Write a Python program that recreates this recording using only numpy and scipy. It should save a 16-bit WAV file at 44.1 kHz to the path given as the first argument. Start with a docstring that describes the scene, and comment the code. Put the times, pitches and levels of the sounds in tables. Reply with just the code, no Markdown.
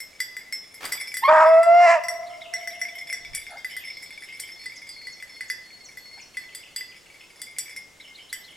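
"""A wooded hillside: a beagle gives one long bay, and the trees hold on to its hoarse tail.
The voice is a whoop of swept harmonics, then a near-sine that strain roughens with half-pitch lines and rasp.
Collar bells clank and jingle: clicks set ringing modes going, some in a lower voice. A paw scuff is clumped noise.
A far dog's two yelps and the small birds are swept tones. Shaped noise makes the forest echo, air and wind."""
import sys
import numpy as np
from scipy import signal
from scipy.fft import rfft, irfft, next_fast_len
from scipy.io import wavfile
from scipy.ndimage import uniform_filter1d

SR = 44100
rng = np.random.default_rng(int(sys.argv[2]) if len(sys.argv) > 2 else 0)


def wrap_up_sound(samples):
    """Save the sound to the file named by the first command line argument, as 16-bit audio."""
    columns = np.atleast_2d(samples).T
    # keep every value between -1 and 1, then stretch to whole-number steps
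    tamed = np.clip(columns, -1, 1)
    steps = np.round(tamed * 32767).astype(np.int16)
    wavfile.write(sys.argv[1], SR, steps)


N = 377496
TIME = np.arange(N) / SR
CUTOFF_HZ = 15900

# Centre pitch of the bay, which scoops up, climbs, cracks and drops: [t/s, f/Hz]
BAY_PITCH = [(1.275, 574), (1.305, 633.8), (1.44, 639), (1.58, 658.3), (1.7, 680.2), (1.85, 708.5),
             (1.88, 665.4), (1.945, 678), (2.0, 575)]
# Hoarseness of the bay: [t/s, roughness (0 = clear, about 1 = fully strained)]
BAY_ROUGHNESS = [(1.28, .4), (1.31, 0.86), (1.43, 1.15), (1.5, 0.25), (1.6, .15), (1.79, .15), (1.83, 0.33),
                 (1.92, 0.74)]
# Opening whoop, centre pitch and loudness: [t/s, f/Hz, level/dB]
WHOOP_CURVE = [(1.22, 870, -46), (1.238, 946, -16), (1.245, 1086, -23), (1.254, 1064, -13.5),
               (1.272, 1080, -23.5), (1.298, 1223, -15.5)]
# Relative strength of the whoop's harmonics, from the first up: [level/dB]
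WHOOP_HARMONICS = [-1, -8.5, -21.5, -23.5]
# Tone shaping by the throat, relative: [f/Hz, level/dB]
THROAT_TONE = [(500, 2), (950, 5.5), (2000, -7), (2750, -21), (3200, -41), (7500, -24), (14000, -64)]
# Collar bell clanks; "humming" is a lower-voiced ring, probably another dog's bell:
# [t/s, strength/dB, kind of clank]
BELL_CLANKS = [(.003, -26, "humming"), (.203, -18, "full"), (.367, -22.5, "dull"), (.525, -22.5, "humming"),
               (.743, -36, "humming"), (.853, -30, "pinging"), (.922, -17.5, "full"), (1.011, -28, "full"),
               (1.141, -22, "full"), (1.169, -20, "full"), (1.631, -19.5, "dull"), (2.037, -24, "ringing"),
               (2.084, -18, "ringing"), (2.538, -16, "ringing"), (2.674, -20, "ringing"),
               (2.815, -17.5, "ringing"), (3.127, -18, "ringing"), (3.349, -28.5, "bright"),
               (3.646, -21.5, "dull"), (3.766, -22, "dull"), (4.029, -33.5, "humming"),
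               (4.222, -30.5, "dull"), (4.399, -31.5, "bright"), (4.658, -24, "dull"),
               (4.891, -40, "pinging"), (5.07, -27, "dull"), (5.225, -27.5, "dull"), (5.408, -23, "dull"),
               (5.5, -15.5, "dull"), (5.972, -29, "dull"), (6.37, -21, "dull"), (6.549, -31, "pinging"),
               (6.762, -28, "pinging"), (6.809, -26, "dull"), (7.417, -30.5, "pinging"),
               (7.585, -25, "bright"), (7.695, -34, "humming"), (7.763, -25, "humming"),
               (8.328, -22, "full")]
# Bell modes in five families (clank, hum, 4.8 kHz ping, 5.6 kHz ping, treble): [f/Hz, level/dB, t60/s]
BELL_MODES = [
    [(2019, -2, 0.13), (1814, -12.5, .025)],
    [(2126, -3, 0.21), (2273, -20.5, 0.083), (5318, -8, 0.17), (10030, -24, 0.12)],
    [(3446, -10, 0.14), (4740, -6, 0.047), (4829, -4.5, 0.2207)],
    [(5618, 2.5, 0.22)],
    [(7227, -17, 0.17), (7800, -13, 0.21), (8170, -16.5, 0.1), (8910, -10.5, .1), (9530, -15.5, 0.0756),
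     (11074, -14, .13), (11640, -21, .11), (12175, -20, 0.33), (15300, -23.5, .08)],
]
# How hard each kind of clank drives the five families:
# kind -> [clank/dB, hum/dB, 4.8 kHz ping/dB, 5.6 kHz ping/dB, treble/dB]
CLANK_DRIVE = {"dull": (-0.5, -33, -14.5, -30.5, -11.5), "ringing": (-1.5, -43, -21.5, -14, -12),
               "full": (-1, -21, -9.5, -19.5, -2.5), "pinging": (-5, -17.5, 0, -27, 4.5),
               "bright": (-7.5, -24, -6.5, -11, 8), "humming": (-10, -3.5, -21.5, -23, -5)}
# How hard a light touch drives the families: [clank/dB, hum/dB, 4.8 kHz ping/dB, 5.6 kHz ping/dB, treble/dB]
TOUCH_DRIVE = (-9.5, 3, -6, -15, -9.5)
# Strength of the random light touches: [t/s, level/dB]
JINGLE_LEVEL = [(.7, -51.5), (1.0, -31.5), (2.3, -51.5), (3.0, -34.5), (6.9, -52.5), (7.6, -44.5),
                (8.5, -53)]
# Paw on loose stones: [t/s, level/dB]
SCUFF_LEVEL = [(.805, -40), (.818, -40.5), (.836, -31.5), (.865, -39), (1.1, -59.5)]
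# Relative tone of the grit: [f/Hz, level/dB per Hz]
GRIT_TONE = [(100, -7.5), (1600, 3.5), (6000, -9), (15000, -19)]
# Far yelps, before the final mix: [t/s, length/s, nominal f/Hz, level/dB]
FAR_YELPS = [(3.488, 0.106, 798, -35), (6.169, 0.024, 780, -42.5)]
# Arched bird note, level relative to its phrase: [t into note/s, f/Hz, level/dB]
ARCH_NOTE = [(0, 3490, 12), (.015, 4150, 22.5), (.032, 3500, 8), (.055, 2900, 21.5), (.07, 2820, -16.5)]
# Falling bird slur, level relative to its phrase: [t into note/s, f/Hz, level/dB]
SLUR_NOTE = [(0, 7400, 7.7), (.02, 5540, 17.7), (.038, 5100, 5)]
# Short falling bird chip, level relative to its phrase: [t into note/s, f/Hz, level/dB]
CHIP_NOTE = [(0, 3530, -14), (.006, 2926, -2.5), (.014, 2500, 3.5)]
# Thin far whistle, before the final mix: [t/s, level/dB]
WHISTLE_LEVEL = [(4.54, -50.5), (4.6, -32), (4.8, -71.5), (4.92, -35.5), (5.3, -43.5), (6.05, -40),
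                 (7.4, -62.5)]
# Echo of the wooded hillside: [f/Hz, level/dB, t60/s]
FOREST_ECHO = [(686, 3.5, 2.3), (1390, 8.5, 1.2), (3500, 13, 0.85), (14200, -6.5, .3)]
# Relative tone of the open air: [f/Hz, level/dB per Hz]
AIR_TONE = [(30, -8.5), (500, -6.5), (1200, -12.5), (2300, -12), (5200, -16), (7000, -14), (15500, -30.5)]
# Wind gust on the microphone: [t/s, level/dB]
GUST_LEVEL = [(3.05, -80.5), (3.33, -47.5), (3.65, -79.5)]
# How alike diffuse noise is at left and right: [f/Hz, likeness (0-1)]
STEREO_LIKENESS = [(50, 0.8), (200, 0.54), (4000, 0.7), (12000, 1)]

ATTACK_S, RELEASE_S = 0.016, 0.089
FUNDAMENTAL_DB, THROAT_DB, MOUTH_DB = -10, -30, -39   # in a clear voice
# Full roughness (1) moves power from the fundamental upward
STRAIN_LOSS_DB, STRAIN_THROAT_DB, STRAIN_MOUTH_DB = 6, 14.5, 6.5
HALVES_FROM, HALVES_FULL = .12, 0.87   # roughness where half-pitch vibration begins and is complete
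BREAK_DB, BREAK_S = 14.5, .025   # the throat bursts as the voice breaks out of the whoop
GAPE_AT_S, GAPE_S, GAPE_DB = 1.88, .16, 14.5   # the jaw opens widest near the end
DIP_AT_S, DIP_S, DIP_DB = 1.642, 0.021, 19.5   # the fundamental dips briefly in the held note


def from_db(db):
    """Decibels to gain."""
    return 10 ** (np.asarray(db) / 20)


def rms_one(x):
    """Scale to rms 1."""
    return x / np.sqrt(np.mean(x ** 2) + 1e-20)


def in_time(rows, t=TIME):
    """Draw each column of a curve at every sample."""
    s, *columns = np.transpose(rows)
    return [np.interp(t, s, c) for c in columns]


def during(rows):
    """Gate open while a curve lasts, with 3 ms edges."""
    since_start = TIME - rows[0][0]
    until_end = rows[-1][0] - TIME
    return np.clip(np.minimum(since_start, until_end) / .003, 0, 1)


def swell_at(s, width_s):
    """A smooth rise to 1 and back around a moment."""
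    return np.exp(-((TIME - s) / width_s) ** 2)


def at_hz(points, hz, axis=1):
    """Read a spectrum on a log-frequency axis."""
    points = np.array(points, float)
    return np.interp(np.log(hz + 1e-3), np.log(points[:, 0]), points[:, axis])


def coloured(x, spectrum):
    """Give a sound a spectrum."""
    size = next_fast_len(N)
    gain = from_db(at_hz(spectrum, np.fft.rfftfreq(size, 1 / SR)))
    return irfft(rfft(x, size) * gain, size)[..., :N]


def cut(x, hz, kind, order=2):
    """Butterworth filter."""
    return signal.sosfilt(signal.butter(order, hz, kind, fs=SR, output="sos"), x)


def drift(rate_hz):
    """Random wander of rms 1, slower than a given rate."""
    settled = cut(rng.standard_normal(N + SR), rate_hz, "low")[SR:]
    return rms_one(settled)


def evened(x):
    """Level a sound to a short-time rms of 1."""
    return x / np.sqrt(np.abs(uniform_filter1d(x * x, size=700)) + 1e-9)


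def stereo_noise(spectrum):
    """Noise arriving from all sides at two close microphones; rms 1."""
    size = next_fast_len(N)
    alike = np.clip(at_hz(STEREO_LIKENESS, np.fft.rfftfreq(size, 1 / SR)), 0, 1)
    mid, side = rfft(rng.standard_normal((2, size)))
    pair = irfft(np.sqrt(1 + alike) * mid + np.sqrt(1 - alike) * side * [[1], [-1]], size)
    return rms_one(coloured(pair[:, :N], spectrum))


def ring(clicks, hz, t60):
    """A resonator: a unit click sets a decaying sine of height 1 ringing."""
    r, w = from_db(-60 / (t60 * SR)), 2 * np.pi * hz / SR
    return signal.lfilter([0, np.sin(w)], [1, -2 * r * np.cos(w), r * r], clicks + 1e-18)


def turning(hz):
    """Phase of an oscillator that follows a pitch."""
    return 2 * np.pi * np.cumsum(hz) / SR


def placed(x, pan_db, lead_rad=.5):
    """Pan by level, positive to the left, with the left leading in phase."""
    turn = np.exp(.5j * lead_rad * np.array([[1], [-1]]))
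    turned = np.real(signal.hilbert(x, next_fast_len(N))[:N] * turn)
    return turned * from_db([[pan_db / 2], [-pan_db / 2]])


def bay(jitter=.02, shimmer=.45, rasp=.55, throat_hz=800, mouth_hz=1800):
    """Vocal folds ring almost as a sine; when strained they shake, add half-pitch lines and rasp."""
    pitch, = in_time(BAY_PITCH)
    rough, = in_time(BAY_ROUGHNESS)
    halves = np.clip((rough - HALVES_FROM) / (HALVES_FULL - HALVES_FROM), 0, 1)
    low_db, throat_db, mouth_db = bay_levels(rough)
    attack = (TIME - BAY_PITCH[0][0]) / ATTACK_S
    release = (BAY_PITCH[-1][0] - TIME) / RELEASE_S
    envelope = np.clip(np.minimum(attack, release), 0, 1)
    phase = turning(pitch * (1 + jitter * rough * drift(25)))
    lines = 0
    for k in range(3, 18):   # multiples of half the pitch
        # under strain every line bends and breaks up on its own; the higher ones bend most
        bend = rough * (k / 3) * drift(28)
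        strength = (halves if k % 2 else 1) * np.exp(shimmer * rough * drift(50))
        lines = lines + strength * np.cos(k * phase / 2 + bend)
    turbulence = 5 * rng.standard_normal(N) * (1 + np.cos(phase / 2) / 2)
    voice = coloured(lines + rasp * rough * turbulence, THROAT_TONE)
    throat = evened(cut(voice, [throat_hz, mouth_hz], "band", order=6))
    mouth = evened(cut(voice, mouth_hz, "high", order=8))
    fundamental = np.sqrt(2) * np.cos(phase) * (1 + rough * drift(45) / 10)
    cry = from_db(low_db) * fundamental + from_db(throat_db) * throat + from_db(mouth_db) * mouth
    return cut(envelope * cry, 330, "high", order=10)   # keep the bass below the fundamental clear


def bay_levels(rough):
    """Levels in dB of the fundamental, throat band and mouth band, set by strain and by the jaw."""
    since = np.maximum(TIME - BAY_PITCH[0][0], 0)
    low_db = FUNDAMENTAL_DB - STRAIN_LOSS_DB * rough - DIP_DB * swell_at(DIP_AT_S, DIP_S)
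    throat_db = THROAT_DB + STRAIN_THROAT_DB * rough + BREAK_DB * np.exp(-since / BREAK_S)
    mouth_db = MOUTH_DB + STRAIN_MOUTH_DB * rough + GAPE_DB * swell_at(GAPE_AT_S, GAPE_S)
    return low_db, throat_db, mouth_db


def whoop(jitter=.025):
    """The voice starts in a high, clear register before it breaks downward."""
    pitch, level_db = in_time(WHOOP_CURVE)
    phase = turning(pitch * (1 + jitter * drift(220)))
    tone = sum(from_db(db) * np.sin((k + 1) * phase) for k, db in enumerate(WHOOP_HARMONICS))
    return during(WHOOP_CURVE) * from_db(level_db) * rms_one(tone)


def bells(spread_db=4.0, tick_db=-10, tick_s=0.0084, lowest_hz=1450, tick_top_hz=11000):
    """Clanks tick and ring the modes; random light touches jingle too, mostly in the hum,
    probably another dog's bell."""
    s = np.array([row[0] for row in BELL_CLANKS])
    strengths_db = np.transpose([db + np.array(CLANK_DRIVE[kind]) for _, db, kind in BELL_CLANKS])
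    at, out = np.round(s * SR).astype(int), np.zeros(N)
    moments = rng.random(N) < 40 / SR   # about 40 a second
    touches = moments * from_db(in_time(JINGLE_LEVEL)[0])
    for family, clank_db, touch_db in zip(BELL_MODES, strengths_db, TOUCH_DRIVE):
        for k, (hz, db, t60) in enumerate(family):
            # a soft touch is dull
            clicks = from_db(touch_db) * touches * rng.standard_normal(N) * lowest_hz / hz
            # the further modes of a family vary from clank to clank
            variation_db = (k > 0) * spread_db * rng.standard_normal(len(at))
            clicks[at] += from_db(clank_db + db + variation_db)
            waver = from_db(2 * drift(60))   # swinging makes each mode waver
            out += ring(clicks, hz, t60) * waver
    contact = np.zeros(N)
    contact[at] = from_db(strengths_db[-1] + tick_db)
    tick_fade = signal.lfilter([1], [1, -np.exp(-1 / (tick_s * SR))], contact + 1e-18)
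    tick = cut(tick_fade * rng.standard_normal(N), [2 * lowest_hz, tick_top_hz], "band")
    return cut(out + tick, lowest_hz, "high", order=8)   # such small shells radiate no bass


def scuff(grain_db=3):
    """Grit shifts in clumps under a paw: noise with a fast random level."""
    level_db, = in_time(SCUFF_LEVEL)
    return during(SCUFF_LEVEL) * from_db(level_db + grain_db * drift(87)) * stereo_noise(GRIT_TONE)


def yelps(jitter=0.13, overtone_db=-6):
    """A far dog's short, rough cries: a shaking tone and its octave."""
    out, shake = np.zeros(N), 1 + jitter * drift(74.6)
    for s, length, hz, db in FAR_YELPS:
        arc = np.sin(np.pi * np.clip((TIME - s) / length, 0, 1))
        phase = turning(hz * shake * (.95 + 0.0596 * arc))
        out += from_db(db) * arc * (np.sin(phase) + from_db(overtone_db) * np.sin(2 * phase))
    return out


def phrase(note, start, period, level_db, count):
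    """A bird repeats one swept note, a little different each time."""
    out, t = np.zeros(N + SR), np.arange(int(note[-1][0] * SR)) / SR
    pitch, db = in_time(note, t)
    for k, (tune, loud) in enumerate(rng.standard_normal((count, 2))):
        i = int((start + k * period) * SR)
        quiver = .04 * (tune + drift(300)[:len(t)])
        out[i:i + len(t)] += from_db(level_db + db + 2 * loud) * np.sin(turning(pitch * (1 + quiver)))
    return out[:N]


def birds(first_db=-62, second_db=-58, slur_db=-52, chip_db=-40):
    """Small songbirds in the firs: swept whistles in arches, slurs and chips."""
    arches = phrase(ARCH_NOTE, 2.26, .148, first_db, count=4)
    arches += phrase(ARCH_NOTE, 7.999, .146, second_db, count=4)
    slurs = phrase(SLUR_NOTE, 4.758, .362, slur_db, count=5)
    chips = phrase(CHIP_NOTE, 6.194, .144, chip_db, count=8)
    return arches + slurs + chips


def thin_tone(hz=4350):
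    """A far bird's thin whistle comes in long notes that swell and fade."""
    level_db, = in_time(WHISTLE_LEVEL)
    swell = np.abs(np.sin(np.pi * (TIME - WHISTLE_LEVEL[0][0]) / .35))   # one note every .35 s
    waver = 1 + .004 * (swell + drift(60))
    return during(WHISTLE_LEVEL) * from_db(level_db) * swell * np.sin(turning(hz * waver))


def warble(hz=4000, swing=0.13, level_db=-44):
    """A songbird deep in the wood sweeps quickly up and down in short syllables."""
    song = np.sin(np.pi * np.clip((TIME - 2.3) / 3.1, 0, 1))
    syllables = np.clip(drift(14.5), 0, 1)
    return from_db(level_db) * song * syllables * np.sin(turning(hz * np.exp(swing * drift(20))))


def forest(x, early_db=9, early_s=0.066):
    """Near trunks and rocks scatter at once; the far hillside answers longer, the low tones lasting longest."""
    t, echo = TIME[:3 * SR], 0
    white = stereo_noise([(20, 0), (20000, 0)])[:, :len(t)]
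    edges = np.geomspace(200, 16000, num=10)
    for low, high in zip(edges, edges[1:]):
        hz = np.sqrt(low * high)
        decay_db = at_hz(FOREST_ECHO, hz) - 60 * t / at_hz(FOREST_ECHO, hz, axis=2)
        echo = echo + cut(white, [low, high], "band") * from_db(decay_db)
    early = 1 + from_db(early_db) * np.exp(-t / early_s)
    onset = np.clip(t / .015, 0, 1)
    echo = echo * early * onset / np.sqrt(SR)
    return signal.fftconvolve(x[None], echo, axes=1)[:, :N]


def open_air(level_db=-55):
    """The steady hush of the hillside: wide coloured noise."""
    return from_db(level_db) * stereo_noise(AIR_TONE)


def wind():
    """A gust rumbles on the microphone: low noise, separate at each side."""
    rumble = rms_one(cut(rng.standard_normal((2, N)), 90, "low"))
    return from_db(in_time(GUST_LEVEL)[0]) * rumble


def scene():
    """The baying hound and the bells are near; the birds and the far dog come mostly through the trees."""
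    hound, collars = bay() + whoop(), bells()
    far = birds() + yelps() + thin_tone()
    near = placed(hound, pan_db=-.6) + placed(collars, pan_db=.9)
    sends = from_db(-7.5) * hound + from_db(-5) * collars + from_db(-7.0) * far + warble()
    return near + far / 2 + scuff() + forest(sends) + open_air() + wind()


def record(dry, ceiling=.62):
    """The loudest peaks are rounded and the top is cut."""
    rounded = dry / (1 + (dry / ceiling) ** 8) ** (1 / 8)
    return signal.sosfilt(signal.ellip(10, .1, 80, CUTOFF_HZ, fs=SR, output="sos"), rounded)


dry = scene()
out = record(dry)
wrap_up_sound(out)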